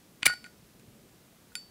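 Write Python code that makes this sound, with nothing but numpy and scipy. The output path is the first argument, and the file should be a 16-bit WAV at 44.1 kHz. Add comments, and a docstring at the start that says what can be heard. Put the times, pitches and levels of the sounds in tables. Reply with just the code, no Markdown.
"""In a quiet room, a thin metal pocket lighter is handled close to a phone: the lid clicks open, the flint wheel
rasps, loose parts knock the case so that its walls ring, and later it is tapped once more.
Case and lid are sums of decaying sines; clicks and rasp are impulses and dense grit exciting short body
resonances, with a noise tail for the room. Dull thumps are low damped modes.
Filtered noise makes the rumble and hiss beneath, and a faint sine the high whine."""
import sys
import numpy as np
from scipy import signal
from scipy.fft import rfft, irfft
from scipy.io import wavfile
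from scipy.ndimage import uniform_filter1d

SR = 44100
rng = np.random.default_rng(int(sys.argv[2]) if len(sys.argv) > 2 else 0)


def ratio_of_db(decibels):
    """Turn decibels (scalar or array-like) into linear amplitude factors; 0 dB maps to 1."""
    return 10 ** (np.asarray(decibels, float) / 20)


def pcm_store(signal):
    """Save signal as 16-bit PCM."""
    levels = np.round(np.clip(np.atleast_2d(signal), -1, 1) * 32767)
    wavfile.write(sys.argv[1], SR, levels.astype(np.int16).T)


N = 74970  # samples

# knocks and touches that restart or damp the case's ring; click levels hold at 2 kHz, edge levels at the
# lowest edge mode:
# start_s, click_db, click_tilt_db_per_octave, wall_db, wall_t60_s (as gripped), edge_db, edge_tilt_db_per_octave
CONTACT_TABLE = [(.230, -9, -0.5, -45.5, 0.088, -48, -4), (.2648, -2, -5.5, -26, 0.12, -42, -11),
                 (.278, -24.5, 4, -23, 0.13, -33, -9), (.2955, -51, -11, -71, .1, -30.5, -13),
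                 (.299, -47, 12, -24.5, 0.22, -35, -16), (.338, -41.5, 8, -37, 0.037, -44, -28),
                 (0.353, -55, -4, -49.5, 0.45, -46.5, -25), (.382, -80, 0, -64, 0.9, -54, -16),
                 (.442, -30.5, 0.5, -46.5, 0.38, -52.5, -8), (.462, -39, 2.5, -43.5, .2, -64, -5),
                 (0.468, -54, 6, -58.5, 0.28, -63.5, -3), (1.519, -70, -5, -55, 0.066, -80, 14),
                 (1.5535, -23.5, 5.5, -37.5, 0.057, -38.5, 2)]


def mode(x, hz, t60):
    """Damped resonator: a complex pole answers a unit impulse with a decaying sine of unit starting envelope."""
    pole = np.exp(2j * np.pi * hz / SR - np.log(1000) / (max(t60, 1e-3) * SR))
    return signal.lfilter([1], [1, -pole], x + 0j).imag


def struck_modes(strikes):
    """Superposition: each strike (start_s, level_db, pitch_hz, t60_s) rings freely over the earlier ones."""
    out = np.zeros(N)
    for start_s, level_db, hz, t60 in strikes:
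        impulse = np.zeros(N)
        impulse[int(start_s * SR)] = ratio_of_db(level_db)
        out += mode(impulse, hz, t60)
    return out


def walk(rate):
    """Slow random drift: held random values smoothed twice, scaled to unit standard deviation."""
    hold = int(SR / rate)
    steps = np.repeat(rng.standard_normal(N // hold + 1), hold)
    drift = uniform_filter1d(uniform_filter1d(steps, hold), hold)[:N]
    return drift / drift.std()


def ring(hz, levels_db, t60s):
    """Exponential decay of one case mode: each knock or touch ends the old ring and sets a new level and decay."""
    t = np.arange(N) / SR
    starts = np.array([contact[0] for contact in CONTACT_TABLE])
    latest = np.searchsorted(starts, t, side="right") - 1
    age = np.abs(t - starts[latest])
    decay_db = 60 * age / np.maximum(np.asarray(t60s)[latest], 1e-3)
    envelope = np.where(latest < 0, 0, ratio_of_db(np.asarray(levels_db)[latest] - decay_db))
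    envelope = uniform_filter1d(envelope, size=24)  # softens the jump at each contact
    return envelope * np.sin(2 * np.pi * hz * t + rng.uniform(0, 2 * np.pi))


def case():
    """Modal vibration: broad walls decay as the grip damps them, stiff edges at their own fixed rates."""
    # broad wall modes: pitch_hz, relative_level_db
    wall_modes = [(1455, 0), (1860, -11), (1545, -17)]
    # stiff edge and lid modes: pitch_hz, relative_level_db, t60_s
    edge_modes = [(4555, 0, .33), (7305, -3, .115), (7682, -23, .17), (9889, -3, .095), (11140, -22, .11),
                  (13330, -17, .046)]
    rows = np.array(CONTACT_TABLE)
    out = np.zeros(N)
    for hz, db in wall_modes:
        out += ring(hz, rows[:, 3] + db, rows[:, 4])
    for hz, db, t60 in edge_modes:
        octaves = np.log2(hz / edge_modes[0][0])
        out += ring(hz, rows[:, 5] + db + rows[:, 6] * octaves, np.full(len(rows), t60))
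    return out


def lid():
    """Light damping: the free-hanging lid's long thin ring carries on through later knocks."""
    # strikes on the lid: start_s, level_db, t60_s
    lid_strikes = [(.278, -54, 0.74), (1.5535, -55.5, 0.35)]
    lid_hz = 5195
    return struck_modes([(start_s, db, lid_hz, t60) for start_s, db, t60 in lid_strikes])


def grit():
    """Friction grain noise: dense random impulses of scattered size, high-passed and set to a fixed rms."""
    grains_per_s, scatter_db, low_cut_hz = 15000, 3, 1300
    present = rng.random(N) < grains_per_s / SR
    grains = present * rng.standard_normal(N) * ratio_of_db(scatter_db * rng.standard_normal(N))
    grains = signal.sosfilt(signal.butter(2, low_cut_hz, "high", fs=SR, output="sos"), grains)
    return grains / grains.std() / np.sqrt(40)


def wheel_rasp():
    """Friction on the flint wheel as a moving excitation spectrum: level in dB at 2 kHz, and tilt per octave."""
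    # moments of the rasp: start_s
    wheel_times = [.249, .253, .257, .260, .2632, .2655, .2675, .273, .29, .32, .342, .35]
    # rasp at those moments: level_db (at 2 kHz, before the rattle), treble_tilt_db_per_octave
    wheel_strength = [(-50, -5), (-30, -4), (-20, 7.5), (-25.5, 10), (-21, 8), (-12, -2.5), (-21.5, 12),
                      (-39.5, 7), (-35, -2), (-50.5, 3), (-65, 12), (-80, 0)]
    rattle_db, rattle_per_s = 3, 250
    t = np.arange(N) / SR
    strength = np.array(wheel_strength)
    level_db = np.interp(t, wheel_times, strength[:, 0], left=-120, right=-120)
    tilt = np.interp(t, wheel_times, strength[:, 1])
    level_db = level_db + rattle_db * walk(rattle_per_s) * (t > wheel_times[7])
    return level_db, tilt


def thumb_scrape():
    """Growing friction: the gain of the thumb's scrape rises just before the lid snaps."""
    # scrape: start_s, end_s, end_level_db, rise_db
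    lead_in = (.221, .230, -29, 20)
    start_s, end_s, end_db, rise_db = lead_in
    t = np.arange(N) / SR
    remaining = np.clip((end_s - t) / (end_s - start_s), 0, 1)
    return ((t > start_s) & (t < end_s)) * ratio_of_db(end_db - rise_db * remaining)


def clicks():
    """Source and filter: contacts, ticks and grit excite the short body resonances that colour them."""
    # small ticks that leave the ring alone: start_s, level_db (at 2 kHz), tilt_db_per_octave
    small_ticks = [(0.2312, -23.5, -0.5), (.246, -61, -3), (0.282, -40, 6), (.289, -43, -6),
                   (.303, -47, -7), (.326, -48, 9), (.4435, -47, 2), (0.448, -39, -14), (.4505, -46, -11),
                   (.472, -49, 4), (.797, -51, 5), (1.5541, -33.5, 8), (.263, -12.5, -12), (.2585, -44, 22)]
    # short body resonances: pitch_hz, relative_level_db, t60_s
    body_modes = [(650, -17, 0.004), (1409, -12, 0.03), (1950, -2.5, 0.0093), (2132, -6, .03),
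                  (2304, 2, 0.012), (2504, -1.5, 0.018), (2957, -0.5, 0.0093), (3670, -6, .01),
                  (4120, 1, 0.005), (4940, 1.5, 0.0048), (5650, -9, 0.0034), (6120, -7.5, 0.0053),
                  (7470, -4, 0.0036), (8680, -1.5, 0.0027), (10200, -5, 0.0027), (12700, -29, 0.01),
                  (15000, -38, 0.0065)]
    colour_scatter_db, low_cut_hz = 3.5, 470
    rows = np.array([contact[:3] for contact in CONTACT_TABLE] + small_ticks)
    at = (rows[:, 0] * SR).astype(int)
    colour = colour_scatter_db * rng.standard_normal((len(rows), len(body_modes)))
    grains = grit()
    wheel_db, wheel_tilt = wheel_rasp()
    scrape = thumb_scrape()
    out = np.zeros(N)
    for j, (hz, db, t60) in enumerate(body_modes):
        octaves = np.log2(hz / 2000)
        # the scrape reaches only the modes below 5 kHz
        excitation = grains * (ratio_of_db(wheel_db + wheel_tilt * octaves) + scrape * (hz < 5000))
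        impulse_db = rows[:, 1] + rows[:, 2] * octaves + colour[:, j]
        excitation[at] += (-1) ** j * ratio_of_db(impulse_db)  # neighbouring modes start in opposite phase
        out += ratio_of_db(db - 11.5) * mode(excitation, hz, t60)
    return signal.sosfilt(signal.butter(2, low_cut_hz, "high", fs=SR, output="sos"), out)


def thumps():
    """Heavily damped low modes: dull pushes through the hand, high-passed at 45 Hz."""
    # thumps: start_s, level_db, pitch_hz, t60_s
    hand_thumps = [(.230, -32, 266, 0.014), (.230, -35, 1060, 0.021), (1.5519, -54, 900, 0.036),
                   (.264, -36, 537, 0.018), (.266, -34, 252, 0.046), (.266, -39.5, 149, 0.13),
                   (.268, -43, 58.6, 0.12), (.299, -47, 496, 0.02), (.336, -41.5, 786, 0.023),
                   (.425, -51, 237, 0.086), (.880, -45.5, 117, 0.063), (1.49, -58, 88, 0.2)]
    high_pass = signal.butter(2, 45, "high", fs=SR, output="sos")
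    return signal.sosfilt(high_pass, struck_modes(hand_thumps))


def room_tail(sharp):
    """Diffuse reverberation: convolution with exponentially decaying noise of unit energy, dulled above 7 kHz."""
    level_db, t60_s, top_hz, delay_s = -20, .25, 7000, .003
    t = np.arange(SR // 2) / SR
    tail = rng.standard_normal(len(t)) * ratio_of_db(-60 * t / t60_s) * (t > delay_s)
    tail = signal.sosfilt(signal.butter(1, top_hz, fs=SR, output="sos"), tail)
    tail = tail / np.sqrt(np.sum(tail ** 2))
    return ratio_of_db(level_db) * signal.fftconvolve(sharp, tail)[:N]


def floor():
    """Spectrally shaped noise: room rumble that swells a little, even microphone hiss and a faint high whine."""
    # shape of the noise spectrum: pitch_hz, relative_level_db
    floor_shape = [(15, -44), (25, -15), (114, -4), (145, -4), (206, -2.5), (242, -4.5), (344, -8),
                   (591, -14), (641, -12), (818, -17), (1130, -18.5), (2690, -21), (14800, -25.5),
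                   (16000, -30)]
    floor_db, swell_db, split_hz, hiss_top_hz = -58.5, 1.2, 600, 15750
    whine_hz, whine_db, whine_drift_db = 14990, -87, 3.0
    f = np.fft.rfftfreq(N, 1 / SR)
    points = np.array(floor_shape)
    shape_db = np.interp(np.log(f + 1), np.log(points[:, 0]), points[:, 1])
    spectrum = rfft(rng.standard_normal(N)) * ratio_of_db(shape_db)
    rumble = irfft(spectrum * (f < split_hz), N)
    hiss = irfft(spectrum * (f >= split_hz) * (f < hiss_top_hz), N)
    noise = rumble * ratio_of_db(swell_db * walk(3.62)) + hiss
    whine = np.sin(2 * np.pi * whine_hz * np.arange(N) / SR) * ratio_of_db(whine_db + whine_drift_db * walk(8))
    return noise / noise.std() * ratio_of_db(floor_db) + whine


def scene():
    """Linear superposition: the lighter's parts, a short room tail on its clicks, and the floor."""
    sharp = clicks()
    near = case() + lid() + sharp + thumps()
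    return (near + room_tail(sharp) + floor())[None]


def top_cut(x):
    """Nothing passes above the cut-off."""
    return signal.sosfilt(signal.butter(12, 16640, fs=SR, output="sos"), x)


def record(dry):
    """Band limiting: the phone's steep elliptic low-pass removes the top above 16.6 kHz."""
    top_hz = 16600
    low_pass = signal.ellip(8, .2, 70, top_hz, fs=SR, output="sos")
    mix = signal.sosfilt(low_pass, dry)
    return top_cut(mix)


dry = scene()
out = record(dry)
pcm_store(out)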